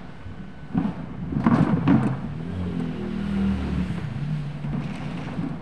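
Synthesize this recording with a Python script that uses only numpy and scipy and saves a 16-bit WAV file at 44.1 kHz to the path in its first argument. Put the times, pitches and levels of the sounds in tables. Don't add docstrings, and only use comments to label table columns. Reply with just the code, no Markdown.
import sys
import numpy as np
from scipy import signal
from scipy.fft import rfft, irfft
from scipy.io import wavfile
from scipy.ndimage import uniform_filter1d

SR = 44100
rng = np.random.default_rng(int(sys.argv[2]) if len(sys.argv) > 2 else 0)


def master(y):
    cut = np.clip(np.atleast_2d(y).T, -1, 1)
    pcm = np.round(cut * 32767)
    wavfile.write(sys.argv[1], SR, pcm.astype(np.int16))


N = 247708


def undb(db):
    return 10 ** (np.asarray(db) / 20)


def unit(x):
    return x / np.sqrt(np.mean(x ** 2))


def columns(table, fade=0.036):
    t = np.arange(N) / SR
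    times, *values = np.transpose(table)
    gate = np.clip(np.minimum(t - times[0], times[-1] - t) / fade, 0, 1)
    return [np.interp(t, times, v) for v in values], gate


def window(start, end, fade):
    t = np.arange(N) / SR
    return np.clip(np.minimum(t - start, end - t) / fade, 0, 1)


def walk(rate):
    hold = int(SR / rate)
    steps = np.repeat(rng.standard_normal(N // hold + 1), hold)
    return 1.2 * uniform_filter1d(uniform_filter1d(steps, hold), hold)[:N]


def resonate(x, modes, top=1.52):
    y = 0
    for k, (hz, width, db) in enumerate(modes):
        b, a = signal.iirpeak(hz, hz / width, fs=SR)
        y = y + (-1) ** k * undb(db) * signal.lfilter(b, a, x)
    cutoff = min(top * modes[-1][0], .4 * SR)
    return signal.sosfilt(signal.butter(4, cutoff, fs=SR, output="sos"), y)


def coloured(spectrum, flicker_db, rate):
    hz = np.maximum(np.arange(N // 2 + 1) * SR / N, 1)
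    f, db = np.transpose(spectrum)
    bins = rfft(rng.standard_normal(N)) * undb(np.interp(np.log(hz), np.log(f), db))
    total = 0
    for centre in 16 * 2. ** np.arange(11):
        share = np.clip(1 - np.abs(np.log2(hz / centre)), 0, 1)
        total = total + undb(flicker_db * walk(rate)) * irfft(bins * share, N)
    return unit(total)


def tone(hz, wobble, flutter_db):
    phase = 2 * np.pi * np.cumsum(hz * (1 + wobble * walk(13))) / SR
    return np.sqrt(2) * undb(flutter_db * walk(25.1)) * np.sin(phase)


def strikes(times, db, t60, blow, modes):
    out, t = np.zeros(N + SR), np.arange(SR // 3) / SR
    decay = np.exp(-np.log(1000) * t / np.clip(t60, .005, .4)[:, None])
    push = rng.standard_normal((len(times), len(t))) * decay
    push[:, 0] = blow * np.sqrt(np.sum(push ** 2, axis=1))
    rings = resonate(push, modes)
    for s, gain, ring in zip(times, undb(db), rings):
        out[int(s * SR):int(s * SR) + len(t)] += gain * ring / np.abs(ring).max()
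    return out[:N]


# frequency in Hz, relative density in dB per Hz.
AIR_SPECTRUM = [(35, -33), (60, 0.5), (163, -11.5), (350, -12), (1090, -24), (1470, -22.5), (1620, -21.5),
                (3030, -31.5), (6510, -47.5), (8590, -50.5), (15400, -83.5)]
AIR_DB = -46.5


def air():
    return undb(AIR_DB) * coloured(AIR_SPECTRUM, 1.5, 6)


# frequency in Hz, relative density in dB per Hz.
HISS_SPECTRUM = [(590, -24.5), (1000, -21.5), (1240, -8.5), (1350, -3.5), (1770, -4), (2770, -5),
                 (3360, -9.5), (4370, -13.5), (7000, -29), (9100, -63.5), (15400, -120)]
# frequency in Hz, width in Hz, relative gain in dB.
FINE_BANDS = [(8300, 1400, 0.5), (10400, 4400, -18), (14500, 2500, -28.5)]
FINE_DB, FINE_SLOPE = -69, 0.99


def road(road_db, near_db):
    hiss = undb(road_db) * coloured(HISS_SPECTRUM, 1.0, 15)
    grain = undb(1.7 * walk(14)) * rng.standard_normal(N)
    fine = undb(FINE_DB + FINE_SLOPE * near_db) * unit(resonate(grain, FINE_BANDS))
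    return hiss + fine


# start in seconds, end in seconds, frequency in Hz, width in Hz,
# level in dB. A row that ends before it starts is silent.
WHIRR_BANDS = [(2.96, 4.2, 1400, 59, -58), (4.4, 4.1, 2850, 120, -66), (3.7, 4.13, 1800, 200, -57),
               (3, 5.7, 2100, 72, -67), (2.6, 3.7, 2900, 130, -60.5), (2.4, 3.7, 3800, 200, -70),
               (3.4, 4.55, 6680, 120, -76), (4.75, 4.5, 2900, 350, -64)]


def whirr():
    out = 0
    for start, end, hz, width, db in WHIRR_BANDS:
        b, a = signal.iirpeak(hz, hz / width, fs=SR)
        band = unit(signal.lfilter(b, a, rng.standard_normal(N)))
        out = out + window(start, end, 0.11) * undb(db + 2.0 * walk(17)) * band
    return out


# start in seconds, end in seconds, pitch in Hz, level in dB.
WHINE_TONES = [(-.1, .88, 1503, -58.5), (-.1, 1.4, 2120, -70), (.1, .95, 2985, -72), (.95, 1.38, 2995, -70)]


def whine():
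    return sum(window(start, end, .05) * undb(db) * tone(hz, .0012, 1.5)
               for start, end, hz, db in WHINE_TONES)


# time in seconds, pitch in Hz, level in dB.
HUM_NOTES = [
    [(1.5, 128, -20), (1.6, 129.1, -47.5), (1.8, 129.5, -30.5), (1.87, 132.6, -27), (2.126, 130.2, -30),
     (2.2, 131, -41)],
    [(3.97, 174.6, -23), (4.1, 149.3, -48), (4.17, 139, -33.5), (4.32, 154.6, -26.5), (4.47, 140, -32),
     (4.54, 144.5, -38), (4.708, 148.1, -27.5), (4.85, 141.6, -34), (5.0, 140, -41)],
    [(4.05, 220.4, -45), (4.12, 215.4, -38), (4.24, 212.3, -47), (4.33, 214, -35.5), (4.42, 210, -46)],
]


def hum():
    out = 0
    for note in HUM_NOTES:
        (hz, db), gate = columns(note)
        out = out + gate * undb(db) * tone(hz, 0.01015, 0.96)
    return out


# time in seconds, firing rate in Hz, levels in dB of multiples 2, 3, 4, 5, 6, 7
# and 9, and a base level in dB for the other upper ones.
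ENGINE_ORDERS = [(2.2, 38.7, -51, -37, -47, -45, -25, -62, -69, -52),
                 (2.32, 36.4, -37, -41, -38.5, -57, -61, -49, -67, -46),
                 (2.408, 40.3, -56, -48, -33, -51, -43, -55, -47.5, -40.5),
                 (2.55, 46, -31.5, -58, -36.5, -46, -42, -72, -46, -54),
                 (2.572, 45.6, -28.5, -57, -36.5, -42, -39, -57, -56, -41),
                 (2.676, 44.5, -31.5, -56, -29, -42, -45, -46, -47, -43),
                 (2.71, 44.3, -38.5, -63, -35.5, -43, -42, -42, -40, -44),
                 (2.792, 42.2, -47, -46, -28.5, -33, -29.5, -70, -43.5, -42.5),
                 (2.95, 40.5, -45, -49, -36, -43, -37.5, -47, -47.5, -40),
                 (3.012, 40, -45, -38.5, -45, -32, -43, -48, -33.5, -37),
                 (3.14, 39, -42.5, -49, -38, -30, -33.5, -47, -41.5, -41.5),
                 (3.286, 40.6, -38, -54, -32, -28, -45, -46, -47, -47),
                 (3.39, 39.2, -34.5, -42, -39, -23, -56, -45, -38.5, -38),
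                 (3.51, 39.16, -30, -36.5, -37, -21.5, -42, -48, -47, -41),
                 (3.604, 37.8, -30.5, -42, -61, -35.5, -61, -35.5, -50, -40),
                 (3.636, 37.98, -30, -46, -55, -34, -36, -39.5, -47, -41),
                 (3.698, 36.6, -32, -47, -39, -37, -36, -35.5, -39, -37.5),
                 (3.736, 37.3, -29, -44, -35, -30, -44, -53, -58, -44),
                 (3.812, 36.9, -30, -47, -35, -24.5, -39, -49, -55, -42),
                 (3.862, 36.2, -37, -46, -53, -34, -37.5, -61, -46.5, -43),
                 (4.038, 31.2, -51, -35, -36, -29, -39, -45, -51, -46),
                 (4.098, 25.8, -56, -62, -39, -34.5, -47, -47, -58, -57),
                 (4.19, 21, -50, -50, -41, -33, -44, -44, -62, -59)]
# multiple of the firing rate, level in dB relative to the base level.
UPPER_ORDERS = [(8, -10), (10, -12), (11, -13), (12, -14), (13, -15)]
PITCH_DRIFT, FLUTTER_DB = .0012, .13
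WANDER_DB, WANDER_PER_S = 4, 8
GEAR_DB, GEAR_SLOPE = -58.5, 1.1
GEAR_LOADED_HZ, GEAR_DROP_DB_PER_HZ = 37.8, 6
GEAR_WOBBLE, GEAR_ROUGH_PER_S = .005, 160


def engine(near_db):
    (hz, *clear_db, upper_db), gate = columns(ENGINE_ORDERS)
    teeth, clear = 36, (2, 3, 4, 5, 6, 7, 9)
    strong = sum(undb(db) * tone(k * hz, PITCH_DRIFT, FLUTTER_DB * k) for k, db in zip(clear, clear_db))
    weak = 0
    for k, relative_db in UPPER_ORDERS:
        level_db = upper_db + relative_db + WANDER_DB * walk(WANDER_PER_S)
        weak = weak + undb(level_db) * tone(round(k) * hz, PITCH_DRIFT, FLUTTER_DB * k)
    mesh = (1 + 0.76 * walk(GEAR_ROUGH_PER_S)) * tone(teeth * hz, GEAR_WOBBLE, 1.4)
    octave = undb(-1.0) * walk(2 * GEAR_ROUGH_PER_S) * tone(2 * teeth * hz, GEAR_WOBBLE, 1.5)
    off_throttle_db = GEAR_DROP_DB_PER_HZ * np.maximum(GEAR_LOADED_HZ - hz, 0)
    gear_db = GEAR_DB + GEAR_SLOPE * near_db - off_throttle_db
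    return gate * (strong + weak + undb(gear_db) * (mesh + octave))


# time in seconds, wall boom in dB before its shares, door judder in dB.
SHAKE_CURVE = [(0, -41.5, -50), (.64, -41, -52.5), (.88, -32, -41), (1.19, -35, -50.5), (1.42, -27, -43),
               (1.58, -24.5, -27.5), (1.76, -28, -37), (1.86, -23.5, -39), (1.91, -20.5, -29),
               (2.17, -32, -41), (2.35, -36.5, -48.5), (2.74, -38, -44.5), (3.17, -41.5, -45.5),
               (3.5, -45, -42), (3.79, -28.5, -42.5), (3.93, -49, -45.5), (4.22, -33, -47),
               (4.63, -38.5, -49.5), (4.75, -30, -43.5), (5.3, -31.5, -40.5), (5.38, -24.5, -43),
               (5.45, -29.5, -41), (5.62, -32.5, -46.5)]
# frequency in Hz, width in Hz, relative gain in dB.
SHAFT_MODES = [(47.7, 31, 0)]
WALL_MODES = [(82.7, 7.4, -11.5), (145, 27.5, -3.5), (173.7, 29, 5), (253.3, 45.6, 1.5), (326, 78, -8.5)]
PANEL_MODES = [(467, 105, 7), (655, 55, 9), (737, 86, 8.5), (935, 173, 5.5), (1115, 175, 5),
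               (1394, 183, 1.5), (1544, 185, 0.5), (1822, 140, -6), (2167, 250, -10.5)]
DEEP_DB, UPPER_DB = -5.5, -3
SHAFT_DB, SHAFT_SWING_DB = -49, 1


def car():
    (boom_db, judder_db), _ = columns(SHAKE_CURVE)
    shake = undb(1.5 * walk(35)) * rng.standard_normal((3, N))
    levels = SHAFT_DB + SHAFT_SWING_DB * walk(4.4), boom_db + DEEP_DB, boom_db + UPPER_DB
    bodies = SHAFT_MODES, WALL_MODES[:2], WALL_MODES[2:]
    boom = sum(undb(db) * unit(resonate(x, modes)) for db, x, modes in zip(levels, shake, bodies))
    jolts = rng.standard_normal(N) * undb(1.8 * walk(90))
    return boom + undb(judder_db) * unit(resonate(jolts, PANEL_MODES))


# start in seconds, hold in seconds, level in dB.
RUBS = [(0.806, 0.034, -59.5), (1.503, 0.021, -51.5), (1.877, 0.022, -50), (4.792, 0.12, -49),
        (4.938, 0.15, -54), (5.166, 0.061, -51)]
# frequency in Hz, width in Hz, relative gain in dB.
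GRIT_MODES = [(1490, 270, -9), (2160, 260, 2), (2450, 200, 3), (2820, 370, -2), (4370, 710, -14),
              (5500, 1000, -16)]
SLIPS_PER_S, SLIP_SPREAD_DB = 1500, 2.0
RUB_ATTACK_S, RUB_FALL_DB_PER_S = 0.03, 90


def rub():
    t = np.arange(N) / SR
    force = 0
    for start, hold, db in RUBS:
        swell = np.clip((t - start) / RUB_ATTACK_S, 0, 1)
        fall_db = RUB_FALL_DB_PER_S * np.maximum(t - start - RUB_ATTACK_S - hold, 0)
        force = force + swell * undb(db - fall_db)
    size = undb(SLIP_SPREAD_DB * rng.exponential(size=N)) * rng.standard_normal(N)
    slips = (rng.random(N) < SLIPS_PER_S / SR) * size
    return force * unit(resonate(slips, GRIT_MODES))


# start in seconds, peak of the upper latch modes in dB, t60 of the rattle in seconds,
# broad scrape relative to that peak in dB, lower latch modes relative to that peak in dB.
TICK_EVENTS = [(1.4, -61.5, 0.093, 14.5, 0), (1.441, -54.5, 0.035, 13.5, 2), (1.4646, -54, 0.026, 3, 0),
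               (1.543, -48, 0.09, 11, 4), (1.56, -49, 0.076, 2, 1), (1.5864, -46, 0.04, -3, 4),
               (1.619, -48, 0.069, 4, 7), (1.645, -52, .05, 4, -1), (2.03, -42.5, 0.038, -4, 1),
               (2.067, -40.5, 0.041, -6, 4), (2.798, -45, .03, -3, -11), (4.6397, -58, .03, 6, 4),
               (4.7275, -59, .03, 4, 4), (4.8077, -63, 0.056, 11, 4), (4.8387, -57, 0.052, 12, 19),
               (4.9302, -55, 0.069, 7, 3), (4.955, -43.5, 0.023, 0, 4), (5.0445, -56, .05, 2, 10),
               (5.108, -56, .04, 2, 6), (5.176, -52, .05, -3, 11), (5.338, -56, .04, 0, 7),
               (5.4304, -57, .03, 2, 0), (5.488, -55.5, .03, 5, 3)]
# frequency in Hz, relative level in dB, t60 in seconds before holding.
LATCH_MODES = [(2440, 6, 0.11), (2590, 7, 0.051), (2880, -15, 0.15), (3280, -12, 0.092), (3700, -3, 0.046),
               (6050, -11, 0.08), (7197, -10, 0.045), (7900, -13, 0.04), (8300, -9, 0.035),
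               (8700, -10, 0.03), (9318, -18, 0.03), (10600, -29, 0.012), (14000, -35, 0.02)]
# frequency in Hz, width in Hz, relative gain in dB.
SCRAPE_BANDS = [(4140, 770, 8.5), (6700, 1600, -5.5), (7660, 770, -5), (11300, 3400, -31),
                (14000, 2500, -29)]
HELD, SCRAPE_LONGER = 2.2, 2.5


def ticks():
    s, peak_db, t60, scrape_db, lower_db = np.transpose(TICK_EVENTS)
    modes = [(hz, HELD * np.log(1000) / np.pi / decay, db - 10 * np.log10(decay))
             for hz, db, decay in LATCH_MODES]
    upper = strikes(s, peak_db, t60, 0.25, modes[5:])
    lower = strikes(s, peak_db + lower_db, t60, 0.72, modes[:5])
    scrape = strikes(s, peak_db + scrape_db, SCRAPE_LONGER * t60, 0.11, SCRAPE_BANDS)
    return upper + lower + scrape


CLEAR_RISE_S = .006


def notes(times, db, t60, hz):
    out, t = np.zeros(N + SR), np.arange(SR // 3) / SR
    for s, gain, ring_s, f in zip(times, undb(db), np.clip(t60, .02, .3), hz):
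        shape = (1 - np.exp(-t / CLEAR_RISE_S)) * np.exp(-np.log(1000) * t / ring_s)
        out[int(s * SR):int(s * SR) + len(t)] += gain * shape / shape.max() * np.sin(2 * np.pi * f * t)
    return out[:N]


# start in seconds, panel ring in dB before shares and lean, wall thud in dB before its shares,
# wall modes most struck (0 low, 1 middle, 2 high), edge crack peak in dB, base t60 in seconds
KNOCK_EVENTS = [(0.247, -62, -47, -1, -64, 0.23), (0.389, -64, -30.5, 1.23, -46, 0.59),
                (0.622, -61, -32, 0.3, -62, 0.48), (0.746, -34, -16.5, 1.6, -55, 0.12),
                (0.774, -22.5, -11.5, 1.17, -35, 0.17), (0.799, -30, -19.5, 2.2, -44, 0.15),
                (0.842, -26, -17.5, 1.4, -46, 0.21), (0.892, -39, -25, 1.3, -45, 0.06),
                (1.071, -41, -28, -0.2, -64, 0.14), (1.222, -60, -26, 0.5, -64, 0.19),
                (1.324, -43, -19.5, 1.9, -63, 0.074), (1.364, -46, -17, 1.5, -60, 0.064),
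                (1.4, -24.5, -32, 2.7, -45, 0.16), (1.44, -19.5, -30, 2, -36, 0.04),
                (1.464, -7.5, -8.5, 1.7, -27, 0.1), (1.51, -14, -15, 1.9, -54, 0.18),
                (1.535, -20, -9.5, 1.7, -48, 0.079), (1.582, -22, -15, 2.5, -39, 0.082),
                (1.603, -30, -15.5, -0.5, -48, 0.11), (1.626, -36, -14, 1.5, -34, .094),
                (1.668, -19, -15.5, 2.8, -48, 0.07), (1.693, -16.5, -14, 1.65, -34, 0.19),
                (1.728, -32, -16, 0.75, -50, 0.16), (1.771, -27.5, -17.5, 2, -51, 0.12),
                (1.876, -13.5, -12.5, 2, -19.5, 0.092), (1.899, -15, -12, 2.35, -28, 0.26),
                (1.94, -32, -10.5, 1.55, -38, 0.11), (1.966, -27, -22, 1.5, -37, 0.47),
                (1.984, -40, -30, 0, -55, .15), (2.03, -19.5, -16, 1.43, -51, 0.23),
                (2.064, -33, -21, 2.5, -46, 0.096), (2.101, -33, -22, 0.6, -52, 0.13),
                (2.798, -28, -31, 1, -49, 0.088), (3.899, -32, -19, 0.4, -52, 0.077),
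                (3.978, -25, -34, 5, -36, 0.12), (4.639, -29, -28, 1.5, -37, 0.24),
                (4.73, -29.5, -22.5, 1.56, -38.5, 0.17), (4.898, -29, -30, 1.5, -38, 0.14),
                (5.173, -26.5, -32, 0, -33, 0.07), (5.39, -61, -20.5, 0.92, -58, 0.11),
                (5.428, -56, -22.5, 2.2, -44, 0.14), (5.46, -56, -23.5, 2.2, -55, 0.2)]
# start in seconds, frequency in Hz, peak in dB,
# t60 in seconds before limits.
PING_EVENTS = [(0.251, 96, -31.5, 0.39), (.774, 750, -32.5, 0.1), (.774, 1200, -39, .08),
               (.818, 830, -38, 0.13), (.865, 875, -38, 0.19), (1.2, 81, -33, 0.33), (1.301, 76, -27, 0.35),
               (1.464, 1133, -27, .06), (1.722, 492, -28, 0.067), (1.741, 87.4, -32, 0.25),
               (1.768, 470, -28.5, 0.087), (2.029, 443, -28.5, .1), (2.066, 453, -29, 0.07),
               (2.66, 428, -33, 0.14), (2.798, 430, -31, 0.079), (3.978, 439, -35.5, 0.095),
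               (4.68, 55, -32, .3), (5.173, 2710, -41, .04), (5.31, 2700, -49, .06)]
# frequency in Hz, width in Hz, relative gain in dB.
EDGE_MODES = [(1610, 1200, 12.5), (2400, 560, 25), (3100, 740, 20.5), (4340, 1370, 9), (6400, 2000, -19.5)]
HARDNESS = 0.62
AWAY_DB = 10.5
CLEAR_DB, RATTLE_DB, CLEAR_SHORTER = -1, -6, 0.6
BRIGHTER = 0.58
RING_LONGER = 1.25


def knocks():
    s, ring_db, thud_db, place, edge_db, t60 = np.transpose(KNOCK_EVENTS)
    hard = HARDNESS * undb(.5 * (ring_db + 17.5))
    heavy = np.maximum(0.76 * hard, 0.4)
    groups = WALL_MODES[:2], WALL_MODES[2:3], WALL_MODES[3:]
    rattle = sum(strikes(s, thud_db - AWAY_DB * (place - k) ** 2, t60, heavy, modes)
                 for k, modes in enumerate(groups))
    clear_hz = np.interp(place, range(4), np.transpose(WALL_MODES)[0, 1:])
    clear = notes(s, thud_db + CLEAR_DB, CLEAR_SHORTER * t60, clear_hz)
    thud = undb(RATTLE_DB) * rattle + clear
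    lean_db = BRIGHTER * (ring_db + 21.5) / 2
    low_ring = strikes(s, ring_db - 8.5 - lean_db, RING_LONGER * t60, hard, PANEL_MODES[:3])
    high_ring = strikes(s, ring_db - 7.0 + lean_db, RING_LONGER * t60, hard, PANEL_MODES[3:])
    edge = strikes(s, edge_db, 0.55 * t60, 0.72, EDGE_MODES)
    when, hz, ping_db, ping_s = np.transpose(PING_EVENTS)
    return notes(when, ping_db, ping_s, hz) + thud + low_ring + high_ring + edge


# time in seconds, level in dB.
ROAD_CURVE = [(0, -57), (.64, -63), (.86, -52), (1.19, -67), (1.45, -55), (1.61, -48), (1.78, -56),
              (1.94, -53.5), (2.3, -57), (2.61, -51.5), (3.03, -50.5), (3.3, -47), (3.8, -44.5), (4.1, -50),
              (4.41, -49.5), (4.7, -55.5), (5.08, -49), (5.32, -49), (5.45, -54), (5.62, -61.5)]
ROAD_MID_DB = -50


def scene():
    (road_db,), _ = columns(ROAD_CURVE)
    near_db = road_db - ROAD_MID_DB
    outside = air() + road(road_db, near_db) + whirr() + whine() + hum() + engine(near_db)
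    inside = car() + rub() + ticks() + knocks()
    return (outside + inside)[None]


TOP_HZ, OFFSET = 15500, .0094


def record(dry):
    return signal.sosfilt(signal.ellip(12, .2, 70, TOP_HZ, fs=SR, output="sos"), dry) + OFFSET


dry = scene()
out = record(dry)
master(out)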